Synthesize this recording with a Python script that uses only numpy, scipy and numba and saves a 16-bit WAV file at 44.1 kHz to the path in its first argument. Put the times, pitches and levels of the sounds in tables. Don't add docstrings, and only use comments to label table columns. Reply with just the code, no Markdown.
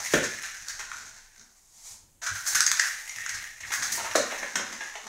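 import sys
import numpy as np
from scipy import signal
from scipy.fft import rfft, irfft
from scipy.io import wavfile
from scipy.ndimage import uniform_filter1d
from numba import njit

SR = 44100
rng = np.random.default_rng(int(sys.argv[2]) if len(sys.argv) > 2 else 0)


def to_wav(sig):
    pcm = np.clip(np.atleast_2d(sig), -1, 1) * 32767
    pcm = np.round(pcm).astype(np.int16)
    wavfile.write(sys.argv[1], SR, pcm.T)


def invert_db(x):
    u = np.asarray(x, float) / 20
    return 10 ** u


N = 224017
T = np.arange(N) / SR

# (frequency [Hz], density [dB per Hz])
AIR = [(12, -36), (20, 4), (70, -40), (130, -47.5), (574, -32), (5530, -39), (6540, -25), (16000, -38)]
# (time [s], ridge tick level [dB], hollowness [dB], shell pitch [Hz])
ROLLS = [
    [(0.0, -29.5, -15.5, 1550), (0.07, -23.5, -5, 1920), (0.13, -23, -9, 1500), (0.26, -34, -3.5, 1705),
     (0.51, -33.5, -3, 1690), (0.67, -36.5, -11, 1560), (1.13, -37.5, -11, 1460), (1.33, -52, -8, 1493),
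     (1.6, -56.5, -26, 1700)],
    [(2.27, -62, -5, 1430), (2.35, -32, -5, 1520), (2.45, -30.5, -10, 1490), (2.53, -23, -9, 1550),
     (2.68, -35, -9, 1690), (2.85, -28, -2, 1500), (3.07, -38, -7.5, 1920), (3.29, -34.5, 2.5, 1740),
     (3.64, -42.5, -5, 1850)],
    [(3.645, -42, 8.5, 1630), (3.76, -29, -52, 1530), (3.89, -28, -7.5, 1700), (4.08, -29.5, -4, 1750),
     (4.22, -35, -9, 1660), (4.34, -32, -2.5, 1680), (4.62, -38, -9.5, 1435), (4.75, -35.5, -2, 1670),
     (5.08, -39.5, -16, 1670)],
]
# (tile bed [dB], bed drift [dB/s], glaze sparkle [dB], sparkle drift [dB/s])
GROUNDS = [
    (-18.5, 4, -11.5, -5.5),
    (-17, 2, -7, -2.5),
    (-15, 6.5, -9, -6.5),
]
# (frequency [Hz], width [Hz], level [dB])
SHELL = [(1650, 230, 0)]
# (frequency [Hz], width [Hz], level [dB])
WALL = [(1365, 480, 11), (2320, 1300, 6.5), (2155, 40, -26.5), (3150, 3100, 0)]
# (frequency [Hz], width [Hz], level [dB])
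TILE = [(3384, 930, -17), (4210, 690, -3.5), (5520, 1690, 0), (6560, 1210, 4), (7900, 2700, -9.5)]
# (frequency [Hz], width [Hz], level [dB])
FLOOR = [(1026, 1050, 4), (680, 320, -5.5)]
# (frequency [Hz], width [Hz], level [dB])
GLAZE = [(8670, 3000, -8), (12120, 4100, -12), (15000, 2500, -12.5)]
# (time [s], boom [dB], thud [dB])
PAWS = [(0.0, -58.5, -58), (0.165, -41, -33.5), (0.63, -64, -69), (1.03, -72.5, -57), (1.4, -75.5, -57.5),
        (1.92, -61.5, -65.5), (2.04, -64, -71), (2.321, -48.5, -85), (2.56, -55, -50), (2.7, -63.5, -60),
        (3.18, -58.5, -79), (3.34, -54, -63), (3.64, -52, -80), (3.8, -58, -48.5), (3.93, -53, -46),
        (4.05, -52.5, -59), (4.19, -61, -36), (4.43, -74, -45.5), (4.571, -60.5, -38), (4.71, -68, -45.5),
        (5.06, -78, -48.5)]
# (time [s], strength [dB], hollowness [dB], tile bed [dB], contact blur [0-1])
THUMPS = [(0.003, -40.5, -17, 3.5, 0.05), (0.1381, -22.5, 8.5, -1.5, 0.5), (0.2246, -28, -30, -7, 0.8),
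          (0.7909, -32.5, -4, -1.5, 0.63), (2.2156, -33.5, -3, -2, 1), (3.6028, -37, 1.5, -8, 0.73),
          (3.6715, -38, -16, -3, 0.66), (3.703, -36.5, 6, 4.5, 0.63), (3.976, -39, -26, 11, 0.62),
          (3.995, -39, 0.5, 11.5, 0.63), (4.042, -38.5, -8, 12, 1), (4.1538, -16.5, -6, -5, 0.57),
          (4.3053, -49.5, 18.5, 21.5, 1), (4.427, -40, 13, 10, 0.54), (4.5551, -21.5, 1, -2, 0.45),
          (4.5956, -59.5, 10, 31, 0.46), (4.7252, -34, -33, 0, 0.47), (4.8065, -42.5, 12, 10.5, 0.54),
          (4.9528, -43, 9, 12, 0.5), (5.0664, -40.5, -14, 5, 0.46)]
# (time [s], strength [dB], hollowness [dB], contact blur [0-1])
BOUNCES = [(0.2372, -27.5, 4, 0.66), (0.801, -41, 10.5, 0.67), (0.9156, -40, 11.5, 0.24),
           (2.2307, -28.5, -3.5, 0.83), (2.2616, -24.5, 2.5, 0.84), (2.466, -22, -16, 1),
           (2.5457, -18.5, 0.5, 0.75), (2.568, -25, 1, 0.73), (3.6304, -46, 13.5, 0.75),
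           (3.718, -27.5, 5.5, 0.7), (3.7362, -26, 3.5, 0.4), (3.8217, -22.5, 0.5, 0.85),
           (3.921, -25, -9.5, 0.6), (4.1091, -36, 9, 0.58), (4.8324, -39, 5.5, 0.96)]
# (time [s], peak level [dB])
DOOR_KNOCKS = [
    (0.137, -13.5),
    (0.223, -44),
]
# (frequency [Hz], width [Hz], level [dB])
DOOR = [(166, 51, -12), (246.4, 41, -10), (358, 90, -7), (551, 139, -3.5), (634, 390, -11.5),
        (1070, 1200, -18.5)]
# (time [s], peak level [dB])
PANEL_KNOCKS = [
    (4.153, -14.5),
    (4.199, -39),
    (4.324, -33),
    (4.428, -36.5),
    (4.555, -41.5),
    (4.594, -36.5),
]
# (frequency [Hz], width [Hz], level [dB])
PANEL = [(226, 28, -7), (332, 135, -6.5), (472, 60, 1.5), (562, 82, 3.5), (730, 183, -1), (910, 270, -5.5),
         (1323, 370, -7.5)]
# (time [s], strength [dB], hollowness [dB], brightness [dB], contact blur [0-1])
HOPS = [(0.4245, -37, -9, -2, 0.2), (0.4336, -29.5, 4, -20, 0.53), (0.6838, -25, -10, -12, 0.22),
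        (0.6944, -28.5, -3, -13, 0.73), (2.3566, -28, -1.5, -30, 0.52), (2.4635, -22.5, -7.5, -10, 0.6),
        (2.5532, -18, -3, -4, 0.36), (2.6055, -11, -9, -11, 0.2), (2.6645, -13, -12.5, -15, 0.28),
        (2.6768, -28, 2, -6, 0), (2.715, -14.5, -4.5, -10.5, 0.25), (2.7707, -26, -3, -14, 0.4),
        (2.7955, -12, -6, -32, 0.31), (2.8134, -46, 7, -8, 0.6), (2.821, -46, 19, -4, 1),
        (2.872, -41, -17, 8, 0.3), (3.076, -40, 7, 0, 0.4), (3.0939, -32, 1.5, -24, 0.29),
        (3.1613, -29.5, 1.5, -17.5, 0.01), (3.1847, -36, 7, -27, 0.24), (3.2628, -26, -3, -34, 0.11),
        (3.2923, -24, -5, -15, 0.33), (3.3399, -26, -6, -15, 1)]
# (time [s], level [dB], contact blur [0-1])
CLAWS = [
    (2.474, -25.5, 0.54),
    (2.4765, -35, 0.7),
    (2.4834, -28, 0.7),
    (3.723, -27.5, 0.8),
    (3.747, -30, 0.6),
    (3.92, -23, 0.73),
    (3.95, -27, 1),
]
# (time [s], level [dB])
SLIDE = [
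    (1.55, -60.5),
    (1.7, -58),
    (1.802, -47.5),
    (1.916, -41.5),
    (2.01, -58.5),
    (2.1, -91),
]
# (frequency [Hz], density [dB per Hz])
SKID = [(180, -46), (400, -30), (842, -11), (1510, -19.5), (2250, -12.5), (2700, -21), (6620, -2),
        (16000, -26.5)]
# (frequency [Hz], decay time t60 [s])
KITCHEN = [(150, 0.48), (500, 0.37), (1500, 0.56), (4000, 0.57), (8000, 0.34), (14000, 0.2)]


def unit(x):
    return x / np.sqrt(np.mean(x ** 2))


@njit
def svf(x, hz, width):
    y, b, l = np.empty(len(x)), 0., 0.
    for i in range(len(x)):
        g = np.tan(np.pi * hz[i] / SR)
        k = width / hz[i]
        v = (b + g * (x[i] - l)) / (1 + g * (g + k))
        b, l = 2 * v - b, l + 2 * g * v
        y[i] = k * v
    return y


def body(x, modes, tune=1):
    ones = np.ones(len(x))
    out = 0
    power = 0
    for k, (hz, width, db) in enumerate(modes):
        mode = svf(x + 1e-18, hz * tune * ones, 1. 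* width)
        out = out + (-1) ** k * invert_db(db) * mode
        power += invert_db(db) ** 2 * np.pi * width / SR
    return out / np.sqrt(power)


def hiss(points):
    hz, db = np.transpose(points)
    f = np.maximum(np.arange(N // 2 + 1) * SR / N, 1)
    weight = invert_db(np.interp(np.log(f), np.log(hz), db))
    return unit(irfft(rfft(rng.standard_normal(N)) * weight, N))


def walk(rate):
    k = int(SR / rate)
    return unit(uniform_filter1d(uniform_filter1d(rng.standard_normal(N), k), k))


def played(table, column):
    rows = np.array(table)
    return invert_db(np.interp(T, rows[:, 0], rows[:, column], left=-120, right=-120))


def room_air():
    return invert_db(-63 + 0.5 * walk(3)) * hiss(AIR)


def handling():
    return invert_db(-70 + 3.5 * walk(3.7)) * unit(body(rng.standard_normal(N), [(31.9, 45, 0)]))


def ticks(rate, scatter_db):
    hit = rng.random(N) < rate / SR
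    size = np.minimum(rng.exponential(size=N), 4)
    return unit(hit * invert_db(scatter_db * size) * rng.choice([-1, 1], size=N))


def shell(x):
    s, _, _, hz = np.concatenate(ROLLS).T
    pitch = np.interp(T, s, hz) * (1 + 0.059 * walk(27))
    hollow = body(x, SHELL, np.clip(pitch / SHELL[0][0], .6, 1.6))
    ring = hollow + invert_db(-9.0) * body(x, WALL)
    return signal.sosfilt(signal.butter(2, 850, "high", fs=SR, output="sos"), ring)


def clink(x):
    return signal.sosfilt(signal.butter(2, 9500, fs=SR, output="sos"), body(x, TILE))


def dull(x):
    return body(body(x, FLOOR), [(937, 1880, 0)]) / 2


def rolling():
    grit = ticks(2000, 2.8) * invert_db(1.5 * walk(40))
    ring = sizzle = rumble = sparkle = 0
    for roll, (bed_db, drift, glaze_db, fade) in zip(ROLLS, GROUNDS):
        gain = played(roll, 1)
        age = T - roll[0][0]
        s, _, hollow_db, _ = np.transpose(roll)
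        sizzle = sizzle + gain
        ring = ring + gain * invert_db(np.interp(T, s, hollow_db))
        rumble = rumble + gain * invert_db(bed_db + drift * age)
        sparkle = sparkle + gain * invert_db(glaze_db + fade * age)
    nut = ring * shell(grit)
    tile = sizzle * clink(grit) + rumble * dull(grit) + sparkle * body(grit, GLAZE)
    return invert_db(-6.5) * (nut + tile)


def steps(column):
    rise_db_s, fall_db_s = 501.5, 119.5
    out = 0
    for row in PAWS:
        slope = np.where(T < row[0], rise_db_s, fall_db_s)
        out = out + invert_db(row[column] - slope * abs(T - row[0]))
    return out


def footfalls():
    boom = steps(1) * unit(body(rng.standard_normal(N), [(102.3, 12, 0)]))
    thud = invert_db(-5.5) * steps(2) * unit(body(rng.standard_normal(N), [(207.5, 42, 4.0), (290, 340, -6.0)]))
    jolt = invert_db(-6.0) * steps(1) * unit(body(rng.standard_normal(N), [(52, 30, 0)]))
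    return boom + thud + jolt


def layers(rows):
    s, db, hollow_db, third_db, blur = np.transpose(rows)
    return s, invert_db(np.transpose([db, db + hollow_db, db + third_db])), blur


def taps(times, gains, blurs, crisp=0):
    touch_s = 0.0004
    t = np.arange(SR // 8) / SR
    chatter = rng.standard_normal((len(times), len(t)))
    push = np.zeros((gains.shape[1], N + len(t)))
    for s, gain, blur, noise in zip(times, gains, np.clip(blurs, 0, 1), chatter):
        length = touch_s + 0.022 * blur ** 2
        tap = noise * np.exp(-t / length) * (1 - np.exp(-t / (0.24 * length)))
        tap = tap / np.sqrt(np.sum(tap ** 2)) + crisp * (t == 0)
        start = int(s * SR)
        push[:, start:start + len(t)] += gain[:, None] * tap
    return push[:, :N]


def bounces():
    firm_bed_db = -20.5
    firm = [(s, db, hollow_db, firm_bed_db, blur) for s, db, hollow_db, blur in BOUNCES]
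    tile, ring, bed = taps(*layers(firm + THUMPS))
    nut = invert_db(20.0) * shell(ring)
    return nut + invert_db(27) * clink(tile) + invert_db(8) * body(tile, GLAZE) + invert_db(20.5) * dull(bed)


def knocks(table, modes, blur, low_hz):
    rows = np.array(table)
    push = taps(rows[:, 0], invert_db(rows[:, 1:]), blur + 0 * rows[:, 0], crisp=2.56)[0]
    high_pass = signal.butter(2, low_hz, "high", fs=SR, output="sos")
    return invert_db(18.5) * signal.sosfilt(high_pass, body(push, modes))


def door():
    return knocks(DOOR_KNOCKS, DOOR, blur=0.1, low_hz=133.7)


def hops():
    rest_s, period_s = 1.3616, .0166
    rock_db, change_db = -47, 0.9
    rocks = [(rest_s + k * period_s, rock_db + k * change_db, -8.5, -22.5, 0.3) for k in range(4)]
    claws = [(s, db, -10.5, 0.5, blur) for s, db, blur in CLAWS]
    tile, ring, glaze = taps(*layers(HOPS + rocks + claws), crisp=0.29)
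    return invert_db(19.5) * shell(ring) + invert_db(23.5) * clink(tile) + invert_db(19.5) * body(glaze, GLAZE)


def paw_skid():
    return invert_db(-4.0) * played(SLIDE, 1) * hiss(SKID) * invert_db(1.03 * walk(30))


def panel():
    return knocks(PANEL_KNOCKS, PANEL, blur=0.062, low_hz=184)


def kitchen(x, wet_db):
    gap_s, build_s, count = 0.00054, 0.0017, 5
    t = np.arange(SR * 3 // 4) / SR
    noise = rfft(rng.standard_normal((count, len(t))))
    f = np.log(np.maximum(np.arange(noise.shape[1]) * SR / len(t), 1))
    hz, t60 = np.transpose(KITCHEN)
    tails = 0
    for row, decay_s in zip(np.eye(len(hz)), t60):
        band = irfft(noise * np.interp(f, np.log(hz), row), len(t))
        tails = tails + band * invert_db(-60 * t / decay_s) / np.sqrt(decay_s)
    tails = tails * (1 - np.exp(-np.maximum(t - gap_s, 0) / build_s))
    place = (T * 6 - np.arange(count)[:, None]) % count - 1
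    share = np.cos(np.pi / 2 * np.clip(place, -1, 1))
    wet = signal.fftconvolve(x * share, tails, axes=1)[:, :N].sum(axis=0)
    lead = SR // 10
    wet[:len(t) - 1] += signal.fftconvolve(x[lead:0:-1], tails[0])[lead:]
    return x + invert_db(wet_db) * wet / np.sqrt(np.sum(tails ** 2) / count)


def scene():
    background = room_air() + handling()
    sliding = kitchen(rolling() + paw_skid(), wet_db=-3.5)
    struck = kitchen(bounces() + door() + panel(), wet_db=1.5)
    crisp = kitchen(hops(), wet_db=-0.5)
    return (sliding + struck + crisp + footfalls() + background)[None]


def band_limit(x):
    return signal.sosfilt(signal.butter(12, 16800, fs=SR, output="sos"), x)


def record(dry):
    top_hz = 15750
    cut = signal.sosfilt(signal.ellip(14, .3, 80, top_hz, fs=SR, output="sos"), dry)
    return band_limit(cut)


dry = scene()
out = record(dry)
to_wav(out)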